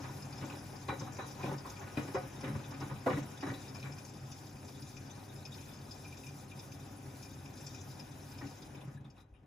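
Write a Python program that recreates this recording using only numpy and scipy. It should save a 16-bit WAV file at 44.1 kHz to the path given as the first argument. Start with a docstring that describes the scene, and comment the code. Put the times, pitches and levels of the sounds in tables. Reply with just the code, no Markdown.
"""A front-loading washing machine heard from just outside its glass door. Wet laundry thumps in the
steel drum, mostly in the first 4 s: shaped noise and short blows drive modes, knocks ring as decaying sines.
Drops and buttons tap the steel (puffs of noise into wall modes, short noise bursts); water sloshes, patters
and sprays as filtered noise; the cabinet rumbles over a motor hum. Taps, thumps and knocks echo in the room.
Near the end the machine's steady layers fade unevenly, the treble more than the bass."""
import sys
import numpy as np
from scipy import signal
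from scipy.fft import rfft, irfft, next_fast_len
from scipy.io import wavfile
from scipy.ndimage import uniform_filter1d, map_coordinates

SR = 44100
rng = np.random.default_rng(int(sys.argv[2]) if len(sys.argv) > 2 else 0)


def wrap_up_sound(samples):
    """Save the sound to the file named by the first command line argument, as 16-bit audio."""
    columns = np.atleast_2d(samples).T
    # keep every value between -1 and 1, then stretch to whole-number steps
    tamed = np.clip(columns, -1, 1)
    steps = np.round(tamed * 32767).astype(np.int16)
    wavfile.write(sys.argv[1], SR, steps)


N = 417186

# modes of drum and door: (frequency [Hz], width [Hz], gain [dB])
DRUM_MODES = [(386, 34, 0.5), (464, 13, -3.5), (526.3, 37.4, 0.5), (613, 370, -20.5), (734, 39, -1),
              (1000, 205, 1), (1160, 35, 2.5), (1249, 30, 1), (1478, 33, 5), (1494, 180, -5.5),
              (1778, 110, -5), (1926, 82, -4.5), (2314, 77, -7), (2378, 55, -7.5), (3000, 250, -27.5),
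              (3780, 510, -44), (3920, 15, -7.5)]
# modes of the drum wall in five groups: (frequency [Hz], width [Hz], gain [dB])
STEEL_LOW = [(2410, 40, 4), (2600, 25, -9.5), (2450, 37, -20), (2850, 560, -14)]
STEEL_MIDDLE = [(3483, 71, 0), (3614, 30, -3), (3720, 57, 2), (3840, 32, -2.5)]
STEEL_RIB = [(3916, 12.5, 4.5)]
STEEL_HIGH = [(4570, 20, -6), (4733, 55, -2.5), (4980, 38, -6.5), (5157, 105, 4), (5183, 30, 0),
              (5270, 61, -6), (5160, 670, -11.5)]
STEEL_TOP = [(5580, 30, -2), (5647, 45, 2.5), (5850, 73, -0.5), (6060, 26, 3.5), (6127, 35, 2.5),
             (6010, 360, -13), (6256, 78, -1.5), (6414, 90, 2.5), (6850, 280, -4.5), (7200, 120, -5),
             (7514, 57, -3), (7575, 50, -3)]
STEEL_GROUPS = (STEEL_LOW, STEEL_MIDDLE, STEEL_RIB, STEEL_HIGH, STEEL_TOP)
# clear drops and buttons on the steel:
# (time [s], nominal level [dB], low ring re that level [dB], pitch of upper ring and burst [Hz])
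CLEAR_TAPS = [(0.033, -51, -5, 5200), (0.165, -50, -12, 5100), (0.221, -43.5, -11, 5360),
              (0.324, -40.5, -15, 4560), (0.378, -43, -16, 5200), (0.4967, -48.5, 4.5, 4900),
              (0.522, -46, -2, 3950), (0.5837, -45, -24, 5330), (0.6569, -59.5, 4, 3900),
              (0.7552, -45, -23.5, 5230), (0.882, -40.5, -1, 4000), (0.993, -38.5, -16, 5530),
              (1.12, -40.5, -23, 6750), (1.1437, -48, -17, 6500), (1.1646, -46, -9, 6060),
              (1.187, -52, 3, 4040), (1.308, -45, -21, 5200), (1.426, -50, 8, 4800), (1.4521, -48, 3, 3470),
              (1.5788, -44.5, -24, 5300), (1.696, -40, -23, 5730), (1.761, -52, 3, 4630),
              (1.7923, -48.5, -8, 6270), (1.967, -46, 4.5, 3900), (2.1416, -44, -16, 5540),
              (2.407, -44, -13, 5430), (2.441, -48, 4, 3870), (2.5346, -50, -12, 5120),
              (2.6369, -50, -3, 3580), (2.7067, -43, -28, 5400), (2.7385, -47, -2, 4630),
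              (2.8, -47, -15.5, 5430), (2.9575, -54, 5, 4000), (3.0974, -51, 4, 3950),
              (3.122, -49, -14, 3924), (3.15, -52, -14, 3924), (3.371, -48, -13, 3550),
              (3.406, -41.5, -8, 5100), (3.5364, -45.5, -5, 4000), (3.6496, -57, -3, 3900),
              (3.6784, -49, -20, 5100), (3.746, -40, -8.5, 5160), (3.7938, -50, -4, 5170),
              (3.825, -44.5, 1.5, 4060), (3.919, -42.5, -8.5, 5260), (3.9795, -43, -9, 5340),
              (4.0482, -44.5, -19.5, 6000), (4.09, -49, -23.5, 5870), (4.155, -58, -23.5, 4820),
              (4.315, -38, -14, 5400), (4.5534, -54, -1.5, 5120), (4.678, -46.5, -9, 5000),
              (4.8194, -46, -18, 4970), (4.9653, -44.5, -7, 5550), (5.0954, -46, -16, 3480),
              (5.3582, -49, -10, 5100), (5.4507, -37, -10, 5130), (5.517, -47, -22, 3520),
              (5.541, -43, -19, 4620), (5.578, -52, 2, 3780), (5.6052, -47, -8, 6700),
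              (5.6211, -58, 4, 3700), (5.684, -57, -1, 3800), (5.7156, -52, -19.5, 3750),
              (5.735, -47, -27, 5170), (5.756, -49, -22, 5470), (5.908, -39, -23, 5100),
              (6.042, -50, 3.5, 5140), (6.072, -56, -2, 5400), (6.12, -55, 6, 5160),
              (6.1664, -47, -13, 5270), (6.2326, -52.5, 3, 4860), (6.2627, -42.5, -5.5, 5600),
              (6.288, -56, -1, 5200), (6.512, -56, 6.5, 3600), (6.5894, -43.5, -15, 5130),
              (6.592, -51, -16, 3600), (6.716, -45.5, -6, 5170), (7.224, -46, -6.5, 5330),
              (7.248, -45, -12, 5300), (7.3373, -49, -11, 5170), (7.452, -51, 1, 5200),
              (7.5727, -47, -15.5, 5700), (7.607, -44, -13, 7460), (7.665, -36, -23, 5660),
              (7.7444, -41.5, -8, 5900), (7.807, -43.5, -22.5, 6460), (7.9044, -48, -25, 5150),
              (7.9938, -44, -9, 4900), (8.313, -44, -14.5, 5260), (8.3454, -56.5, 2, 3900),
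              (8.3809, -44, -8, 4670), (8.4662, -51, -1, 5060), (8.618, -47.5, -25, 5000),
              (8.6195, -50, -24, 3570), (8.6567, -61, 5, 3900), (8.747, -56, 5, 5110),
              (8.768, -52, -23, 3640), (8.807, -49, -10, 2930), (8.809, -56, -20, 3570),
              (8.96, -64, -14, 3924), (8.972, -53, -30, 1740), (8.998, -69, -30, 1650),
              (9.044, -54, -14, 3460), (9.0993, -53.5, -11, 5200), (9.162, -63, -10, 2690),
              (9.178, -59, -11, 3900), (9.2015, -62, -14, 3924), (9.336, -58, -14, 2500),
              (9.348, -60, -20, 2800), (9.362, -61, -15, 2880), (9.385, -70, -22, 2980)]
# stereo likeness of most sources: (frequency [Hz], left-right correlation [0-1])
ALIKE = [(20, .98), (170, .98), (300, .95), (600, .78), (1200, .52), (2500, .72), (5000, .65), (8000, .7)]


def amp(db):
    """dB to amplitude."""
    return 10 ** (np.asarray(db) / 20)


def unit(x):
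    """Scale to rms 1."""
    return x / np.sqrt(np.mean(x ** 2) + 1e-20)


def along(points, hz):
    """Interpolate (Hz, value) points on a log frequency axis."""
    f, v = np.transpose(points)
    return np.interp(np.log(hz + 1), np.log(f + 1), v)


def curves(rows):
    """One value per sample for each column after the time; end values are held."""
    s, *cols = np.transpose(rows)
    return [np.interp(np.arange(N) / SR, s, c) for c in cols]


def wobble(knots_per_s):
    """Smooth random curve through normal-distributed knots."""
    knots = rng.standard_normal(int(N * knots_per_s / SR) + 4)
    return map_coordinates(knots, [np.arange(N) * knots_per_s / SR])


def filtered(x, response):
    """Apply a complex frequency response by FFT."""
    m = next_fast_len(N + SR // 2)
    return irfft(rfft(x, m) * response(np.fft.rfftfreq(m, 1 / SR)), m)[..., :N]


def resonant(modes):
    """Causal response of parallel band-pass modes of alternating sign."""
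    def response(f):
        total = 0
        for k, (centre, width, db) in enumerate(modes):
            damping = 1j * f * width
            total = total + (-1) ** k * amp(db) * damping / (centre * centre - f * f + damping)
        return total
    return response


def spread(pair, alike, response):
    """Two unrelated signals become left and right, as alike as asked, through one response."""
    def mid_side(hz):
        turn = np.arccos(np.clip(along(alike, hz), -1, 1)) / 2
        return response(hz) * np.array([np.cos(turn), np.sin(turn)])
    mid, side = filtered(pair, mid_side)
    return np.array([mid + side, mid - side])


def rush(spectrum, alike, patchy_db):
    """Stereo noise of rms 1 with time-frequency patches of random gain."""
    z = signal.stft(rng.standard_normal((2, N)), nperseg=512)[2]
    field = rng.standard_normal(z.shape[1:])
    field = uniform_filter1d(uniform_filter1d(field, 10, 0), 5, 1)
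    pair = signal.istft(z * amp(patchy_db * unit(field)), nperseg=512)[1][:, :N]
    return unit(spread(pair, alike, lambda hz: amp(along(spectrum, hz))))


def scattered(level_db, usual_hz, count):
    """Rows of (s, dB, Hz) at random moments, 0-9 dB over a level curve, within 0.45 octave of a pitch."""
    at, size, pitch = rng.random((count, 3)).T
    db = level_db[(at * N).astype(int)] + 9 * size
    return np.c_[at * N / SR, db, usual_hz * 2 ** (.9 * (pitch - .5))]


def bursts(rows, decay_s, usual_hz):
    """Rows of (s, dB, Hz) become short noises around their pitch, with a thin bright edge."""
    burst_db, width_octaves = -8.5, 0.15
    sizzle_db, sizzle_hz = -15.5, 9700
    slowing_power = 0.64  # lower bursts come from bigger drops and last longer
    out, t = np.zeros(N + SR), np.arange(2048) / SR
    hz = np.fft.rfftfreq(len(t), 1 / SR) + 1

    def bell(centre_hz):
        return np.exp(-(np.log2(hz / centre_hz) / width_octaves) ** 2)

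    for (s, db, pitch_hz), noise in zip(rows, rng.standard_normal((len(rows), len(t)))):
        colour = bell(pitch_hz) + amp(sizzle_db) * bell(sizzle_hz)
        burst = unit(irfft(rfft(noise) * colour))
        u = t / decay_s * (pitch_hz / usual_hz) ** slowing_power
        out[round(s * SR):][:len(t)] += amp(db + burst_db) * burst * u ** 0.68 * np.exp(-u)
    return out[:N]


def thumps():
    """A soft load lands in lumps over some tens of ms: rough pushes and firm blows into the modes."""
    # wet laundry landing: (time [s], nominal level [dB], boom [dB], thud [dB], slap [dB], splash [dB],
    # rise of body, slap and splash [ms], length [ms]); the four parts are relative to the level
    landings = [(0.035, -54, 1, -7, 14.5, 8, 4.8, 17), (0.085, -51, 7, -6, 5, -16, 4.1, 21),
                (0.407, -45.5, 5, 7.5, -3.5, -1, 5.6, 36), (0.489, -50, -3, -3, -4, -6, 4.6, 43),
                (0.53, -50.5, -6, -9, 0, -17, 4.1, 23), (0.88, -34.5, -2, -2.5, -3.5, -3.5, 4.5, 40),
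                (1.005, -46, 6, 3, 0, -11, 3.6, 22), (1.06, -53.5, -3, -11, 9, -5, 5.9, 20),
                (1.182, -41.5, -24, -23, 0.5, -4, 2.8, 44), (1.384, -48.5, -1, -4, 2.5, -1.5, 9, 54),
                (1.427, -42.5, 2, 6.5, -8, -7, 4.9, 43), (1.48, -44.5, 5, 1, -4, -14, 3.3, 28),
                (1.505, -43, 7, -4, 1.5, -11, 4, 25), (1.528, -52, -10, 0, 2, 2, 5, 22),
                (1.642, -53, -25, -8, 6, -5, 7.2, 55), (1.804, -55, 5, 4, 2, 2.5, 3.4, 45),
                (1.864, -61, -4, -0.5, -2, 11, 3.8, 18), (1.968, -39.5, 5, 8.5, -2.5, -2.5, 1.97, 35),
                (2.072, -45.5, 5, 2, -15, -3.5, 3.9, 25), (2.141, -32.5, -1.5, -8.5, -1.5, -3.5, 6.9, 25),
                (2.424, -41.5, 3, 3.5, -6, -1.5, 7.1, 50), (2.49, -52.5, 15.5, -13, -18, -25, 3.5, 51),
                (2.544, -48, 12, 10, 5, -3, 4, 14.6), (2.714, -52.5, -14, 2, 7, -5, 2.9, 18),
                (2.804, -49.5, 5.5, 9.5, -1, -1, 2.56, 51), (2.889, -47.5, 9, -4, -2, -2, 9, 36),
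                (3.059, -29, -12, -6.5, -4.5, -7.5, 1.4, 29.5), (3.094, -38, -1, 5.5, -7.5, -2, 4, 22),
                (3.115, -46, 10, 5, -4, -5, 8, 55), (3.16, -53, 15, 13.5, -3, -8, 8, 35),
                (3.419, -45, -5, 6.5, 0, 1, 5.8, 39), (3.458, -43.5, 2.5, -6.5, -13, -6, 4.7, 73),
                (3.745, -56, -2, -2, 7, -7, 3.4, 20), (3.831, -52.5, 8, -22, -2, 1.5, 3.7, 71),
                (8.404, -55, 11, 11, 5.5, 6, 4.2, 28), (8.432, -54.5, 10, 8, -10, -17, 4.4, 21),
                (8.868, -64.5, 16, 8, 0, 2, 3.3, 47), (8.938, -62.5, 25, 9, -14, -10, 2.9, 12),
                (9.0, -65.5, 17, 9, -17, -14, 3.9, 25), (9.045, -68.5, 20, 12, -6, -1, 2, 29),
                (9.165, -65.5, 7, -6, 0.5, -3.5, 3.3, 54), (9.335, -75.5, 9, 1, -4, -2, 3.3, 46),
                (9.425, -71, 19, 4, -5, -13, 3.6, 21)]
    # lowest cabinet modes: (frequency [Hz], width [Hz], gain [dB])
    boom_modes = [(88.5, 33, -7.5), (139.4, 16.6, 5), (217, 9.6, -2.5)]
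    # door mode: (frequency [Hz], width [Hz], gain [dB])
    door_modes = [(281.6, 29.3, 6)]
    # edges of the slap, between body and splash: (frequency [Hz])
    slap_edges_hz = [694, 1410]
    low_rise_ratio = 1.328  # boom and thud rise slower than body, slap and splash
    fall_power = 1.49  # above 1 a landing holds, then drops away
    tail_db, tail_lengths = -15.5, 2.32  # water runs off after a landing
    blow_db, blow_ms, scuff_db = 21.5, 2.46, -4  # one firm blow over a weaker rough push
    soft_hz = 6800  # wet cloth gives no treble

    # rows: boom, thud, body, slap, splash
    push, blows = np.zeros((5, 1, N + SR)), np.zeros((2, N + SR))
    ms = np.arange(SR // 3) / SR * 1000
    for s, db, boom_db, thud_db, slap_db, splash_db, rise_ms, length_ms in landings:
        rise = rise_ms * np.c_[[low_rise_ratio, low_rise_ratio, 1, 1, 1]]
        fall = np.exp(-(ms / length_ms) ** fall_power)
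        runoff = amp(tail_db) * np.exp(-ms / length_ms / tail_lengths)
        shape = (1 - np.exp(-ms / rise)) ** 2 * (fall + runoff)
        gain = amp(db + np.c_[[boom_db + 26, thud_db + 23, 19, slap_db + 19, splash_db + 19]])
        span = slice(round(s * SR), round(s * SR) + len(ms))
        push[:, 0, span] += gain * shape
        blow = np.exp(-((ms - 2 * rise[0]) / blow_ms * 2) ** 2)
        blows[:, span] += gain[:2] * amp(blow_db) * blow / blow.sum()

    lumps = amp(3 * np.array([[wobble(90)] for _ in push]))
    low, door, *load = push[..., :N] * lumps * rng.standard_normal((5, 2, N))
    mid_only = np.c_[[1, 0]]  # equal left and right
    low, door = amp(scuff_db) * np.array([low, door]) + blows[:, None, :N] * mid_only

    def bands(hz):
        below = 1 / (1 + (hz / np.c_[slap_edges_hz]) ** 4)
        return np.diff(np.vstack([0 * hz, below, 1 + 0 * hz]), axis=0)[:, None]

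    def soft_drum(hz):
        return resonant(DRUM_MODES)(hz) / (1 + 1j * hz / soft_hz) ** 4

    load = filtered(np.array(load), bands).sum(0)
    return (spread(low, ALIKE, resonant(boom_modes)) + spread(door, ALIKE, resonant(door_modes))
            + spread(load, ALIKE, soft_drum))


def knocks():
    """A knock or drip rings at one pitch: a sine that swells in softly and decays."""
    # (time [s], nominal peak [dB], pitch [Hz], decay [ms])
    ringing_hits = [(.886, -37, 1100, 9.9), (.893, -40, 820, 8), (.922, -44, 538, 7.8),
                    (1.474, -43, 774, 12), (1.513, -41, 852, 8), (2.144, -30.5, 383, 11),
                    (2.150, -40, 1054, 9), (2.154, -30, 531, 20), (2.165, -37.5, 732, 17),
                    (3.061, -29, 677, 9.9), (3.061, -44, 1965, 14), (3.064, -27.5, 511, 17),
                    (3.078, -31, 510, 11), (3.082, -36.5, 1180, 15), (3.094, -37.5, 745, 18),
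                    (8.41, -54, 1840, 13), (8.874, -41, 140, 16), (8.972, -60, 1700, 9),
                    (9.004, -46, 130, 14)]
    rise_ms = 3.9
    out, ms = np.zeros(N + SR), np.arange(SR // 5) / SR * 1000
    for s, db, hz, decay_ms in ringing_hits:
        shape = (1 - np.exp(-ms / rise_ms)) ** 2 * np.exp(-ms / decay_ms)
        turns = hz * ms / 1000 + rng.random()
        out[round(s * SR):][:len(ms)] += amp(db) * shape / shape.max() * np.sin(2 * np.pi * turns)
    return out[:N]


def taps(patter_db, count=900):
    """Each contact is a short wet puff into the steel's modes; many faint ones join the clear ones."""
    # centres of the four upper steel groups: (frequency [Hz])
    upper_hz = [3650, 3924, 5000, 6300]
    # loss of each upper group with distance from a tap's pitch: (slope [dB/octave])
    fall_db_per_octave = [33.7, 110, 34.5, 34.5]
    scatter_db = 1
    s, db, low_db, hz = np.transpose(CLEAR_TAPS)
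    octaves_off = np.abs(np.log2(np.c_[upper_hz] / hz))
    upper_db = -np.c_[fall_db_per_octave] * octaves_off
    upper_db = upper_db + scatter_db * rng.standard_normal(upper_db.shape)
    clear_db = db + np.vstack([low_db, upper_db]) + np.c_[[28, 22, 24.5, 24, 20]]

    at = rng.random(count) * N / SR
    faint_db = patter_db[(at * SR).astype(int)] + np.c_[[23, 24, 22, 25, 25]]
    faint_db = faint_db + 4 * rng.standard_normal(faint_db.shape)

    starts = np.zeros((len(clear_db), N))
    starts[:, (np.r_[at, s] * SR).astype(int)] = amp(np.hstack([faint_db, clear_db]))
    t = np.arange(SR // 20) / SR
    puff = (1 - np.exp(-t / 0.0071)) * np.exp(-t / 0.0049)
    envelope = signal.fftconvolve(starts, puff[None], axes=1)[:, :N]
    push = envelope[:, None] * rng.standard_normal((len(clear_db), 2, N))
    return sum(spread(p, ALIKE, resonant(modes)) for p, modes in zip(push, STEEL_GROUPS))


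def splats(patter_db):
    """Each clear tap also makes a short noise burst around its pitch; faint bursts spatter in between."""
    usual_hz, decay_s = 5230, 0.0035
    faint = scattered(patter_db + 12.5, usual_hz, count=800)
    clear = np.array(CLEAR_TAPS)[:, [0, 1, 3]]
    return bursts(np.vstack([faint, clear]), decay_s, usual_hz)


def slosh_and_trickle(slosh_db, trickle_db):
    """Water and cloth move behind the door: noise coloured by the drum, split near 900 Hz."""
    # (frequency [Hz], relative density [dB])
    water_spectrum = [(120, -17.5), (200, -2), (274, -2.5), (329, -9), (392, -4.5), (430, -12), (461, -8.5),
                      (560, -8.5), (680, -9.5), (800, -6.5), (900, -11.5), (980, -12), (1200, -17),
                      (1262, -11), (1300, -19), (1360, -15), (1510, -13.5), (2160, -19), (2480, -16),
                      (2720, -21.5), (3200, -23.5), (4160, -35), (7040, -120)]
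    # moving water fills the whole drum, so it is wider: (frequency [Hz], left-right correlation [0-1])
    water_alike = [(160, .97), (270, .87), (450, .43), (740, .5), (1220, .25), (2000, .45), (3300, .5)]
    water = rush(water_spectrum, water_alike, patchy_db=1.2)
    water = filtered(water, lambda hz: np.hypot(1, np.abs(resonant(DRUM_MODES)(hz))))
    heavy = filtered(water, lambda hz: 1 / (1 + (hz / 900) ** 4))
    unsteady = amp(0.5 * wobble(6.4) + 0.46 * wobble(40))
    return unsteady * (amp(slosh_db) * unit(heavy) + amp(trickle_db) * unit(water - heavy))


def patter(patter_db, spurts_db):
    """Dense patter on the wet wall: patchy noise plus its ringing in all the steel modes."""
    # (frequency [Hz], relative density [dB])
    patter_spectrum = [(1500, -21), (2500, -9), (3100, 0), (3700, -1.5), (4300, 6), (5200, 6), (6500, 0.5),
                       (7800, 5.5), (9000, -117.5)]
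    drops = rush(patter_spectrum, ALIKE, patchy_db=2.0)
    all_steel = STEEL_LOW + STEEL_MIDDLE + STEEL_RIB + STEEL_HIGH + STEEL_TOP
    ringing = unit(filtered(drops, resonant(all_steel)))
    return amp(patter_db + spurts_db + 1.0 * wobble(11)) * (drops + amp(5.0) * ringing)


def spray(spray_db, spurts_db):
    """Bright spray: noise and bursts, nearly alike left and right, phase difference linear in frequency."""
    # (frequency [Hz], relative density [dB])
    spray_spectrum = [(3000, -33), (5500, -8), (7000, -6), (7800, 6), (8600, 8.5), (9200, 9.5), (10000, 8),
                      (10800, 9), (12400, 9), (13100, 5), (14200, 3), (14700, 6), (15700, 5)]
    lag_s, in_step_hz = .000278, 10200  # left and right are in phase at in_step_hz
    fizz_hz, fizz_decay_s = 10900, 0.0052
    hiss = rush(spray_spectrum, [(1000, .99)], patchy_db=2.4)
    hiss = amp(spray_db + spurts_db + 1.8 * wobble(36)) * hiss
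    fizz = bursts(scattered(spray_db + 6, fizz_hz, count=300), fizz_decay_s, fizz_hz)

    def phase_difference(hz):
        return np.exp(1j * np.pi * lag_s * (hz - in_step_hz) * np.array([[-1], [1]]))

    return filtered(hiss + fizz, phase_difference)


def rumble(rumble_db):
    """Cabinet panels rumble: low noise with a fast, small wobble."""
    # (frequency [Hz], relative density [dB])
    panel_spectrum = [(40, -47), (62, -23), (78, -14), (88, 0), (103, -11), (114, -4), (124, -3), (132, 4),
                      (141, 3), (152, -5.5), (172, -11.5), (248, -11.5), (275, -6.5), (330, -13),
                      (430, -80)]
    return amp(rumble_db + 0.84 * wobble(27)) * rush(panel_spectrum, ALIKE, patchy_db=-0.75)


def motor_hum():
    """Motor hum: harmonics of one slightly drifting pitch."""
    # (time [s], fundamental [Hz], level [dB])
    hum_track = [(0, 100, -56), (8.5, 100, -57.5), (8.9, 100, -67), (9.46, 100, -66)]
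    # (multiple of the fundamental, relative level [dB])
    overtones = [(1, -0.5), (3, -30), (4, -14.5), (5, -23)]
    hum_hz, hum_db = curves(hum_track)
    turns = np.cumsum(hum_hz + .4 * wobble(4)) / SR
    tone = sum(amp(db) * np.sin(2 * np.pi * k * turns) for k, db in overtones)
    return amp(hum_db + .8 * wobble(6)) * np.sqrt(2) * tone


def levels():
    """dB curves of rumble, slosh, trickle, patter and spray: base, churn, drift and fade added."""
    # until the load clings to the wall it churns the water:
    # (time [s], churn [dB], rumble before the fade offset [dB])
    churn_track = [(0, 8.5, -49), (.25, 6, -51), (.55, 7, -49.5), (.85, 5, -54), (1.1, 5.5, -48.5),
                   (1.7, 5.5, -55), (2.1, 7, -53), (2.6, 6.5, -50.5), (3.0, 5, -52), (3.3, 5.5, -54),
                   (3.7, 5.5, -51), (4.1, 3, -53.5), (4.8, 2.5, -52.5), (5.7, 2.5, -55), (6.4, 3, -53),
                   (7, 2.5, -52.5), (7.8, 3, -52.5), (8.6, 2.5, -56)]
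    # offsets, first row held until its time: (time [s], bass [dB], treble [dB])
    fade_track = [(8.55, 2, -13.5), (8.75, 5, -18), (8.9, 2.5, -23.5), (8.95, -3, -21), (9.0, 1, -39),
                  (9.08, -0.5, -35), (9.13, -4, -36), (9.17, -4, -28), (9.21, -9, -27), (9.25, -8.5, -43),
                  (9.33, -11, -43), (9.46, -8.5, -45)]
    # slosh, trickle, patter, spray:
    # (base level before offsets [dB], growth [dB per dB of churn], share of the treble offset)
    layer_rows = [(-59, 0.84, 0.17), (-62.5, 1.09, 0.34), (-58.5, 0.56, 1.042), (-52, 0.45, 0.99)]
    churn_db, rumble_db = curves(churn_track)
    bass_db, treble_db = curves(fade_track)
    out = [rumble_db + bass_db]  # the rumble has no drift
    for db, grows, share in layer_rows:
        fade_db = bass_db + share * (treble_db - bass_db)
        out.append(db + grows * churn_db + fade_db + .5 * wobble(3.5))
    return out


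def house():
    """Deep background of the house: steady low noise."""
    # (frequency [Hz], relative density [dB])
    house_spectrum = [(15, -50), (20, -28), (29, -5), (38, -1), (47, -1), (58, 3.5), (70, -1), (110, -66)]
    return amp(-65.0) * rush(house_spectrum, ALIKE, patchy_db=2.5)


def room(x, size=16384):
    """Noise tails decay at each frequency's own speed; every block of input gets a new tail."""
    # (frequency [Hz], time to fall 60 dB [s])
    t60_rows = [(100, .3), (1000, .22), (2400, .12), (8000, .09)]
    # the room's share of a hit: (frequency [Hz], gain [dB])
    wet_gain = [(100, -30), (300, -24.5), (550, -6), (1200, -13), (2500, 0), (6000, -7)]
    x = filtered(x, lambda hz: amp(along(wet_gain, hz)))
    parts = np.pad(x, (0, -N % size)).reshape(-1, 1, size)
    hz, t, z = signal.stft(rng.standard_normal((len(parts), 2, size)), SR, nperseg=256)
    decay = amp(-60 * t / along(t60_rows, hz)[:, None])
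    tails = signal.istft(z * decay, SR, nperseg=256)[1][..., :size]
    tails = tails / np.linalg.norm(tails, axis=2, keepdims=True)
    wet = signal.fftconvolve(parts, tails, axes=2)
    out = np.zeros((2, (len(parts) + 1) * size))
    for k, piece in enumerate(wet):
        out[:, k * size:][:, :piece.shape[1]] += piece
    return out[:, :N]


def scene():
    """Hits, steady layers, background and the echoes of the hits."""
    # thumps and knocks lean to the right: (frequency [Hz], left minus right [dB])
    load_left = [(150, 0), (300, -1.5), (500, -2.5), (800, -3.5), (1300, -2.5), (2500, 0)]
    rumble_db, slosh_db, trickle_db, patter_db, spray_db = levels()

    def lean(hz):
        return amp(along(load_left, hz) / 2 * np.array([[1], [-1]]))

    load = filtered(thumps() + knocks(), lean)
    steel = taps(patter_db) + splats(patter_db)
    spurts_db = 1.1 * wobble(10) + 0.7 * wobble(28)  # shared by patter and spray
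    water = slosh_and_trickle(slosh_db, trickle_db) + patter(patter_db, spurts_db) + spray(spray_db, spurts_db)
    steady = water + rumble(rumble_db) + motor_hum()
    return load + steel + steady + house() + room(load[0] + steel[0])


def record(dry):
    """Left and right differ by a level tilt and a small lead; the deepest bass and top band are lost."""
    # (frequency [Hz], left minus right [dB])
    left_tilt = [(60, 1.5), (150, 0.5), (300, 3), (600, 3.5), (1300, 1.5), (2500, 4.5), (5500, 5.5),
                 (8000, 0.5), (15000, -0.5)]
    lead_s, lead_hz = .000022, 5800  # the left leads up to about lead_hz
    low_cut_hz, top_hz = 36, 15700

    def response(hz):
        lead = np.exp(1j * np.pi * hz * lead_s / (1 + (hz / lead_hz) ** 8))
        lean = (amp(along(left_tilt, hz) / 2) * lead) ** np.array([[1], [-1]])
        low_cut = 1 / (1 + (low_cut_hz / (hz + 1)) ** 6)
        return lean * low_cut * (hz < top_hz)

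    return filtered(dry, response)


dry = scene()
out = record(dry)
wrap_up_sound(out)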